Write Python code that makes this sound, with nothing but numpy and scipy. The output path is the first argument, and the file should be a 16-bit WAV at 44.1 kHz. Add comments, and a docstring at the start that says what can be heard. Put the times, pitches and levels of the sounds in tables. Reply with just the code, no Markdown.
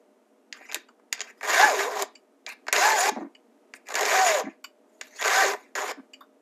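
"""A round file sharpens a saw chain clamped in a bench vise, in a small workshop where a fan hums far off.
First the file is set down, drags lightly and ticks on the steel. From 1.4 s come four firm strokes:
the teeth tear off chips in a gritty rasp that rings the chain's bar and the file, with a whine that
glides with the stroke speed. Along the way the file ticks and scuffs, and the vise rocks.
Near 5.8 s comes a short, weak fifth stroke; last, the lifted file brushes the chain."""
import sys
import numpy as np
from scipy import signal
from scipy.fft import rfft, irfft, next_fast_len
from scipy.io import wavfile
from scipy.ndimage import uniform_filter1d, map_coordinates

SR = 44100
rng = np.random.default_rng(int(sys.argv[2]) if len(sys.argv) > 2 else 0)


def unload_wav(signal):
    """Save mono or channel-first audio to the path in sys.argv[1] as 16-bit WAV at rate SR, clipped to [-1, 1]."""
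    wavfile.write(
        sys.argv[1],
        SR,
        np.round(np.clip(np.atleast_2d(signal).T, -1, 1) * 32767).astype(np.int16),
    )


N = 282681

# The push of the file, one list per stroke: (time [s], rasp level [dB], teeth passing [1/s])
STROKES = [
    [(1.41, -57.5, 80), (1.5, -30.5, 242), (1.55, -27.5, 560), (1.63, -24.5, 850), (1.664, -29.5, 860),
     (1.762, -37, 381), (1.81, -30, 398), (1.86, -36.5, 420), (1.89, -45.5, 557), (1.93, -42.5, 420),
     (2.028, -35.5, 400), (2.04, -48.5, 400)],
    [(2.727, -27.5, 233), (2.75, -29.5, 450), (2.837, -26, 810), (2.89, -28, 896), (2.942, -31, 865),
     (3.0, -30, 691), (3.02, -28, 740), (3.098, -27.5, 869)],
    [(3.885, -50.5, 75), (3.969, -36, 117), (4.08, -31.5, 350), (4.152, -27.5, 764), (4.224, -32, 757),
     (4.27, -28, 700), (4.35, -31, 595), (4.407, -37, 470), (4.425, -53, 430)],
    [(5.21, -47, 80), (5.252, -32, 188), (5.3, -30, 640), (5.354, -27, 758), (5.414, -29, 781),
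     (5.48, -31.5, 398), (5.514, -35.5, 400), (5.55, -50, 400)],
    [(5.753, -37.5, 350), (5.853, -41, 400), (5.913, -38, 480), (5.92, -39, 480)],
]
# The tone of each stroke: (whine start [s], whine boost [dB], octave boost [dB], upper bar boost [dB])
STROKE_TONES = [(1.559, 1.5, 6.5, 4.5), (2.745, -1, 6.5, 0), (4.12, 3, 1.5, 5), (5.321, 1, 7.5, 4.5),
                (5.831, -8, -1, 4)]
# Moments when the file squeals more, or less: (time [s], half length [s], boost [dB])
SQUEALS = [(1.5, .03, 2), (1.63, .02, 3), (1.8, 0.028, -4), (2.731, 0.0071, 13.5), (3.0, 0.04, 22),
           (4.27, .04, 21.5)]
def strokes():
    """Each tooth bites once: chips come in bunches as a rasp, and the regular push sings as a whine."""
    firm_db, firm_teeth_per_s, busy_teeth_per_s = -30.5, 723, 450
    t = np.arange(N) / SR
    gate, rasp_db, teeth_per_s = curves(STROKES, edge_s=0.0012)
    spans = [[(path[0][0], 0, *tone), (path[-1][0], 1, *tone)]
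             for path, tone in zip(STROKES, STROKE_TONES)]
    _, progress, whine_start, boost_db, octave_db, upper_db = curves(spans, edge_s=0.002)
    drop_db = firm_db - rasp_db  # how much weaker than a firm stroke

    phase = 2 * np.pi * np.cumsum(teeth_per_s * (1 + 0.011 * wobble(150))) / SR
    bite = 1 + 0.34 * np.cos(phase)
    hand_pressure = amp(0.68 * wobble(60) + 0.6 * wobble(200))
    busy = np.clip((teeth_per_s / busy_teeth_per_s) ** 2, 0.05, 1)  # a slow file tears fewer chips
    torn = chips(5000 * busy, spread_db=2.5) * np.sqrt(np.mean(busy) / busy)
    hiss = 0.51 * busy ** 0.1 * rng.standard_normal(N)
    force = patchy(bite * hand_pressure * (torn + hiss), depth_db=2)
    squeal_db = 4 * wobble(30) + sum(db * np.exp(-((t - s) / half) ** 2) for s, half, db in SQUEALS)
    forces = force * gate * amp(rasp_db) * shares(
        low_bar=1.5 + 0.62 * drop_db * np.clip(0.3 + 3 * progress, 0, 1),
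        upper_bar=upper_db - 8 * progress - 0.16 * drop_db,
        squeal=-12 - 11.5 * progress + squeal_db,
        rod=-1.5, fine_chips=-11.5 + 0.13 * drop_db, cutter=-14)

    fade_in = gate * np.clip((t - whine_start) / 0.04, 0, 1)
    flutter_db, slip = 2.6 * wobble(110), 0.3 * wobble(140)
    speed_db = 7.5 * np.log2(teeth_per_s / firm_teeth_per_s)  # faster is louder
    whine_db = -22 + speed_db - 0.46 * drop_db + boost_db - 4 * progress
    whine = fade_in * amp(whine_db + flutter_db) * np.sin(phase)
    octave_level = amp(whine_db + octave_db - 12 * progress + 3.6 * wobble(70))
    octave = fade_in * octave_level * np.sin(2 * phase + slip)
    # the octave swells as it glides across the bar's upper notes
    whine += filtered(octave, lambda hz: resonance(BAR_NOTES, hz) / (1 + (1400 / (hz + 1)) ** 5))
    return forces, whine


# Notes of the clamped bar and chain, the file's rod damped by the hands, the rod ringing freely,
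# and the cutter under the file: (pitch [Hz], width [Hz], level [dB])
BAR_NOTES = [(262, 72, -21), (417, 55, 1), (641.7, 121, 2), (788, 100, 2.5), (1000, 81, 3),
             (1184, 100, 0.5), (1424, 83, -4.5), (1540.4, 47, 2), (1707, 36, -4), (1801, 35, 4),
             (1822, 160, -0.5), (2143, 35, -2), (2288, 150, -11)]
ROD_NOTES = [(2758, 100, 9), (3730, 250, 0.5), (4360, 170, -17.5), (7400, 500, -13), (12800, 300, -20)]
SQUEAL_NOTES = [(6870, 110, 0), (9910, 70, -11), (13600, 200, -26)]
CUTTER_NOTES = [(2050, 400, 2.5), (2820, 700, -2)]
# The noise of tearing chips: (frequency [Hz], level [dB])
CHIP_NOISE = [(1180, -32), (2000, -4.5), (2660, -7.5), (4130, -9), (5060, -6.5), (5640, -9), (6850, -6.5),
              (8390, -26), (13700, -38), (14600, -44.5), (15000, -50)]
def steel(forces):
    """The steel rings when pushed: each of the six forces from shares() sounds through its own part."""
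    size = next_fast_len(N + SR // 2)
    hz = np.fft.rfftfreq(size, 1 / SR)
    above = lambda edge_hz: 1 / (1 + (edge_hz / (hz + 1)) ** 10)
    bar, grit = resonance(BAR_NOTES, hz), amp(along(CHIP_NOISE, hz))
    rod = unit(grit * (1 - above(8200))) + amp(-15.5) * unit(np.abs(resonance(ROD_NOTES, hz)))
    fine_chips = grit * above(8200) * (1 + 2 / (1 + ((hz - 13000) / 900) ** 2))
    parts = [bar * (1 - above(1320)), bar * above(1320), rod,
             resonance(SQUEAL_NOTES, hz), fine_chips, resonance(CUTTER_NOTES, hz)]
    spectrum = sum(rfft(force, size) * unit(part) for force, part in zip(forces, parts))
    return irfft(spectrum, size)[:N]


# The file hits the steel: (time [s], level [dB], knock boost [dB], crack boost [dB])
TICKS = [(0.5268, -21, -11, -37), (0.6285, -62, 15, -17), (0.7158, -27, -7, -31), (0.7225, -28, 2.5, -12),
         (0.7315, -32, 2, -2), (0.7452, -14.5, -3.5, -1.5), (0.7565, -28, 9, -12.5),
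         (0.7636, -46, -19, -22), (0.9964, -68.5, 23.5, -11), (1.1276, -9, -13, -11.5),
         (1.1778, -39.5, 10, -32), (1.1944, -29, -3, -34), (1.2062, -18, -5, -33), (1.2154, -19, -3, -28),
         (1.4102, -38.5, 17, -21), (1.4306, -28, 13, -18), (1.4384, -31, 8, -9.5), (1.4473, -34, 13, -8),
         (1.504, -19, 3, -18.5), (1.5489, -18.5, 4.5, -22), (1.6124, -11.5, 2.5, -24),
         (2.0228, -20, -19, 4), (2.4648, -23, -7, -35), (2.4912, -35.5, 0, -3), (2.6679, -35.5, 11, -25.5),
         (2.6828, -18, 5.5, -38.5), (2.7275, -9, -3, -3), (2.7591, -19.5, 3.5, -30),
         (2.7633, -10.5, -10, -24), (3.738, -30, -1.5, -19), (3.8696, -42.5, -5, -8),
         (3.8867, -30.5, 0, -9), (3.9074, -34, 6, -8), (3.9424, -22.5, 3, -6.5), (3.9544, -13, -8, -10),
         (4.01, -17, -7.5, -3), (4.054, -14.5, -1.5, -23), (4.062, -17, 1, -10), (5.0122, -17, -10.5, -23),
         (5.2124, -24, 8.5, -5), (5.226, -18.5, -2.5, -26.5), (5.249, -20, -9, -17),
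         (5.2799, -14, -10, -11.5), (5.301, -21.5, -2, -30), (5.535, -31.5, 16.5, -4),
         (5.7533, -25, 1, -21)]
def ticks():
    """Each tick is a sharp blow on the steel, then a short burst of chatter that dies away."""
    chatter, blows = np.zeros((6, N + SR)), np.zeros((6, N))
    t = np.arange(SR // 8) / SR
    burst = amp(-6 - 60 * t / 0.003) + amp(-9 - 60 * t / 0.018) + amp(-24.5 - 60 * t / 0.063)
    for time, db, knock_db, crack_db in TICKS:
        at = round(time * SR)
        strength = amp(db) * shares(low_bar=knock_db - 4.5, upper_bar=knock_db + 0.5, rod=-3,
                                    squeal=-13, fine_chips=crack_db - 4, cutter=0.47 * knock_db - 6)
        blows[:, at:at + 1] += strength
        chatter[:, at:at + len(t)] += strength * burst
    blows *= shares(low_bar=7, upper_bar=5.5, rod=-6, squeal=-0.5, fine_chips=-2.5, cutter=10.5)
    chatter *= shares(low_bar=-7, upper_bar=-7.5, rod=0.5, squeal=-4, fine_chips=1, cutter=-5.5)
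    return blows + chatter[:, :N] * rng.choice([-1, 1], N)


# The file slides without cutting:
# (start [s], end [s], start level [dB], end level [dB], bar boost [dB], hiss boost [dB])
DRAGS = [(0.542, 0.584, -62.5, -61.5, 8.5, -13), (0.587, 0.72, -61.5, -53.5, 7.5, -17),
         (0.767, 0.83, -73, -68, -17, -8), (1.137, 1.196, -58, -61, 7.5, -25),
         (1.22, 1.31, -60, -48, 4, -16), (1.378, 1.412, -61, -66, -7.5, -11),
         (2.469, 2.533, -46, -46, 6.5, -9.5), (3.105, 3.25, -42.5, -70.5, 2, -46),
         (3.751, 3.78, -55.5, -71, 1.5, -1), (3.855, 3.882, -63.5, -51, 8.5, -9),
         (4.425, 4.549, -51.5, -76, 8.5, -35), (4.86, 5.008, -86, -70.5, -6, -4),
         (5.03, 5.126, -50, -61, -8, -14), (5.115, 5.222, -59.5, -31.5, -1, -16.5),
         (5.555, 5.713, -52.5, -76, 2, -14)]
def drags():
    """Without pressure the teeth only skip over the steel, in a faint, patchy scrape."""
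    ramps = [[(start, start_db, *boosts), (end, end_db, *boosts)]
             for start, end, start_db, end_db, *boosts in DRAGS]
    gate, level_db, bar_db, hiss_db = curves(ramps, edge_s=0.016)
    skips = amp(3 * wobble(90))
    scrape = chips(1500, spread_db=3) + 1.1 * rng.standard_normal(N)
    force = patchy(skips * scrape, depth_db=6) * gate * amp(level_db)
    return force * shares(low_bar=bar_db - 8, upper_bar=bar_db - 6.5, rod=-3.5,
                          squeal=-15.5, fine_chips=hiss_db, cutter=bar_db - 3)


# The vise rocks on the bench:
# (time [s], level [dB], pitch [Hz], upper note boost [dB], loss per bounce [dB])
VISE_KNOCKS = [(0.763, -34.5, 379, -19.5, 9), (1.641, -25, 354.6, 16, 1), (3.114, -28, 284, -12, 2.5),
               (3.163, -24, 300, 10.5, 1), (3.208, -25.5, 299, 5, 1.5), (3.244, -30, 287, -1, 3.5),
               (4.437, -27.5, 245, -19, 4), (4.465, -23, 270, -12, 2.5), (5.455, -31, 390, -4, 15),
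               (5.97, -39, 264, -24.5, -2)]
def vise():
    """Soft, low knocks, each with three quick bounces; every contact shakes the bar a little."""
    bounce_s, upper_hz = 0.0072, 730
    knocks, shake, t = np.zeros(N + SR), np.zeros(N + SR), np.arange(SR // 6) / SR
    low_shape = amp(-60 * t / 0.043) * (1 - np.exp(-t / 0.003)) ** 2
    upper = amp(-60 * t / 0.0067) * (1 - np.exp(-t / 0.002)) * np.sin(2 * np.pi * upper_hz * t)
    for time, first_db, hz, upper_db, loss_db in VISE_KNOCKS:
        for bounce in range(4):
            gap_scale, pitch_scale = 1 + 0.08 * rng.standard_normal(2)
            at = round((time + bounce * bounce_s * gap_scale) * SR)
            db = first_db - bounce * loss_db
            low = low_shape * np.sin(2 * np.pi * hz * pitch_scale * t)
            knocks[at:at + len(t)] += amp(db + 6) * (low + amp(upper_db) * upper)
            shake[at:at + len(t)] += amp(db + 1 - 60 * t / 0.023)
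    rattle = shake[:N] * rng.standard_normal(N)
    return knocks[:N] + filtered(rattle, lambda hz: resonance(BAR_NOTES, hz) / (1 + (hz / 2500) ** 4))


# The lifted file brushes the chain:
# (time [s], level [dB], rise [s], plate boost [dB], pin boost [dB], edge boost [dB], hiss boost [dB])
SCUFFS = [(0.8845, -52.5, 0.0042, 9, -29, -2, -27), (2.151, -38, 0.005, -20, -30, -3, -33),
          (3.348, -41.5, 0.0027, -26.5, -41, -12.5, -46), (4.6403, -29.5, 0.0037, -8.5, -17, -2.5, -8),
          (6.1325, -32, 0.0061, -28, -38.5, -6.5, -21), (6.2055, -55.5, 0.012, 26, 15.5, 4, 14)]
# Notes of a loose chain link (three for its body, one for its pin, three for its edge)
# and of the bar's flat plate: (pitch [Hz], width [Hz], level [dB])
LINK_NOTES = [(1820, 180, -11.5), (2400, 283, 4), (2930, 88, -5.5), (3615, 116, 6), (4710, 270, 7.5),
              (5200, 680, 13), (7230, 840, 20.5)]
PLATE_NOTES = [(1030, 140, -2.5), (1110, 80, -1), (1405, 185, 6.5), (1710, 110, -13)]
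def scuffs():
    """A soft touch is a brief swell of noise that rings the link and the plate."""
    out, t = np.zeros(N + SR), np.arange(SR // 6) / SR
    plate, link = ring(PLATE_NOTES, t), ring(LINK_NOTES[:3], t)
    pin, edge = ring(LINK_NOTES[3:4], t), ring(LINK_NOTES[4:], t)
    fade = amp(-60 * t / 0.024) + amp(-20 - 60 * t / 0.12)
    for time, db, rise_s, plate_db, pin_db, edge_db, hiss_db in SCUFFS:
        swell = (1 - np.exp(-t / rise_s)) ** 1.07
        push = amp(db) * swell * fade * rng.standard_normal(len(t))
        metal = link + amp(plate_db - 3.5) * plate + amp(pin_db - 7) * pin + amp(edge_db) * edge
        ringing = signal.fftconvolve(push, metal)[:len(t)]
        hiss = np.diff(push, n=6, prepend=np.zeros(6))  # keeps only the highest treble
        at = round(time * SR)
        out[at:at + len(t)] += amp(-5) * ringing + amp(hiss_db - 18) * hiss
    return out[:N]


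# The workshop's echo: (frequency [Hz], time to fade by 60 dB [s])
ECHO_TIMES = [(200, 0.17), (1000, 0.24), (4000, 0.25), (7000, 0.13), (12000, 0.076)]
def workshop_echo(sound):
    """The room answers with a short echo in which each frequency dies at its own speed."""
    hz, t, noise = signal.stft(rng.standard_normal(SR // 2), SR, nperseg=256)
    fade = amp(-60 * t / along(ECHO_TIMES, hz)[:, None])
    tail = signal.istft(noise * fade, SR, nperseg=256)[1]
    delayed = np.pad(sound, (250, 0))
    return signal.fftconvolve(delayed, tail / np.linalg.norm(tail))[:N]


# The noise of the room's air: (frequency [Hz], relative level [dB])
AIR_NOISE = [(18, -87), (30, -55), (167, -38.5), (222, -5.5), (328, -10.5), (384, -9), (448, -9.5),
             (485, -8), (538, -23), (613, -12), (1090, -23), (4540, -39.5), (6530, -37.5), (13200, -44.5),
             (15000, -55.5)]
# The far fan's tones: (pitch [Hz], level [dB])
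FAN_TONES = [(274.5, -68), (355.3, -77.5), (479.1, -72.5), (597.5, -71.5), (629.8, -71), (1254, -83)]
def air_and_fan():
    """Steady room noise with the wavering hum of a fan."""
    t = np.arange(N) / SR
    hiss = unit(filtered(rng.standard_normal(N), lambda hz: amp(along(AIR_NOISE, hz))))
    hum = sum(amp(db + 3 * wobble(3)) * np.sin(2 * np.pi * hz * t + 2.8 * wobble(13))
              for hz, db in FAN_TONES)
    return amp(-62 + 1.2 * wobble(3)) * hiss + hum


def shares(low_bar, upper_bar, rod, squeal, fine_chips, cutter):
    """How hard each part of the steel is driven: six levels in dB become six rows of gains."""
    return amp(np.vstack(np.broadcast_arrays(low_bar, upper_bar, rod, squeal, fine_chips, cutter)))


def chips(per_s, spread_db):
    """Chips break off as random clicks of unequal size."""
    hits = rng.random(N) < per_s / SR
    return unit(hits * rng.choice([-1, 1], N) * amp(spread_db * np.minimum(rng.exponential(size=N), 4)))


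def patchy(sound, depth_db):
    """Pitches swell and fade in patches: the contact moves along the file and favours other notes."""
    spectrum = signal.stft(sound, nperseg=256)[2]
    patches = uniform_filter1d(rng.standard_normal(spectrum.shape), size=4, axis=0)
    patches = uniform_filter1d(patches, size=9, axis=1)
    return unit(signal.istft(spectrum * amp(depth_db * unit(patches)), nperseg=256)[1][:N])


def resonance(notes, hz):
    """How a part with these notes answers a push at each frequency."""
    return sum((-1) ** k * amp(db) * 1j * hz * width / (pitch ** 2 - hz ** 2 + 1j * hz * width)
               for k, (pitch, width, db) in enumerate(notes))


def ring(notes, t):
    """The notes after a soft tap; wider ones die sooner."""
    tones = sum(amp(db) * np.exp(-np.pi * width * t) * np.sin(2 * np.pi * hz * t)
                for hz, width, db in notes)
    return tones * (1 - np.exp(-t / 0.001)) ** 2


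def curves(paths, edge_s):
    """A gate (1 during each path, 0 between), then a curve for each column after the time."""
    t = np.arange(N) / SR
    step = lambda time: np.clip((t - time) / edge_s + 0.5, 0, 1)
    gate = sum(step(path[0][0]) - step(path[-1][0]) for path in paths)
    times, *columns = np.concatenate(paths).T
    return [gate] + [np.interp(t, times, column) for column in columns]


def wobble(per_s):
    """A smooth curve through per_s random values a second."""
    return map_coordinates(rng.standard_normal(int(N * per_s / SR) + 4), [np.arange(N) * per_s / SR])


def filtered(sound, response):
    """Scales each frequency of a sound by response(hz)."""
    size = next_fast_len(N + SR // 2)
    return irfft(rfft(sound, size) * response(np.fft.rfftfreq(size, 1 / SR)), size)[..., :N]


def along(points, hz):
    """Reads between (frequency, value) points, with octaves evenly spaced."""
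    frequencies, values = np.transpose(points)
    return np.interp(np.log(hz + 1), np.log(frequencies + 1), values)


def amp(db):
    """Turns decibels into a gain."""
    return 10 ** (np.asarray(db) / 20)


def unit(x):
    """Scales to an average power of 1."""
    return x / np.sqrt(np.mean(np.abs(x) ** 2) + 1e-20)


def scene():
    """The filing, the vise and the scuffs, with their echo and the background, in one channel."""
    cutting, whine = strokes()
    work = steel(cutting + drags() + ticks()) + whine + vise()
    brushing = scuffs()
    echo = amp(-15) * workshop_echo(work + amp(-9) * brushing)
    return (work + brushing + echo + air_and_fan())[None]


def record(dry):
    """Cuts the bass steeply (a trace still passes), rounds off the treble and drops the very top."""
    bass_cut = signal.butter(6, 190, "high", fs=SR, output="sos")
    treble_cut = lambda hz: (hz < 15165) / (1 + (hz / 14400) ** 90)
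    return filtered(signal.sosfilt(bass_cut, dry) + amp(-28.5) * dry, treble_cut)


dry = scene()
out = record(dry)
unload_wav(out)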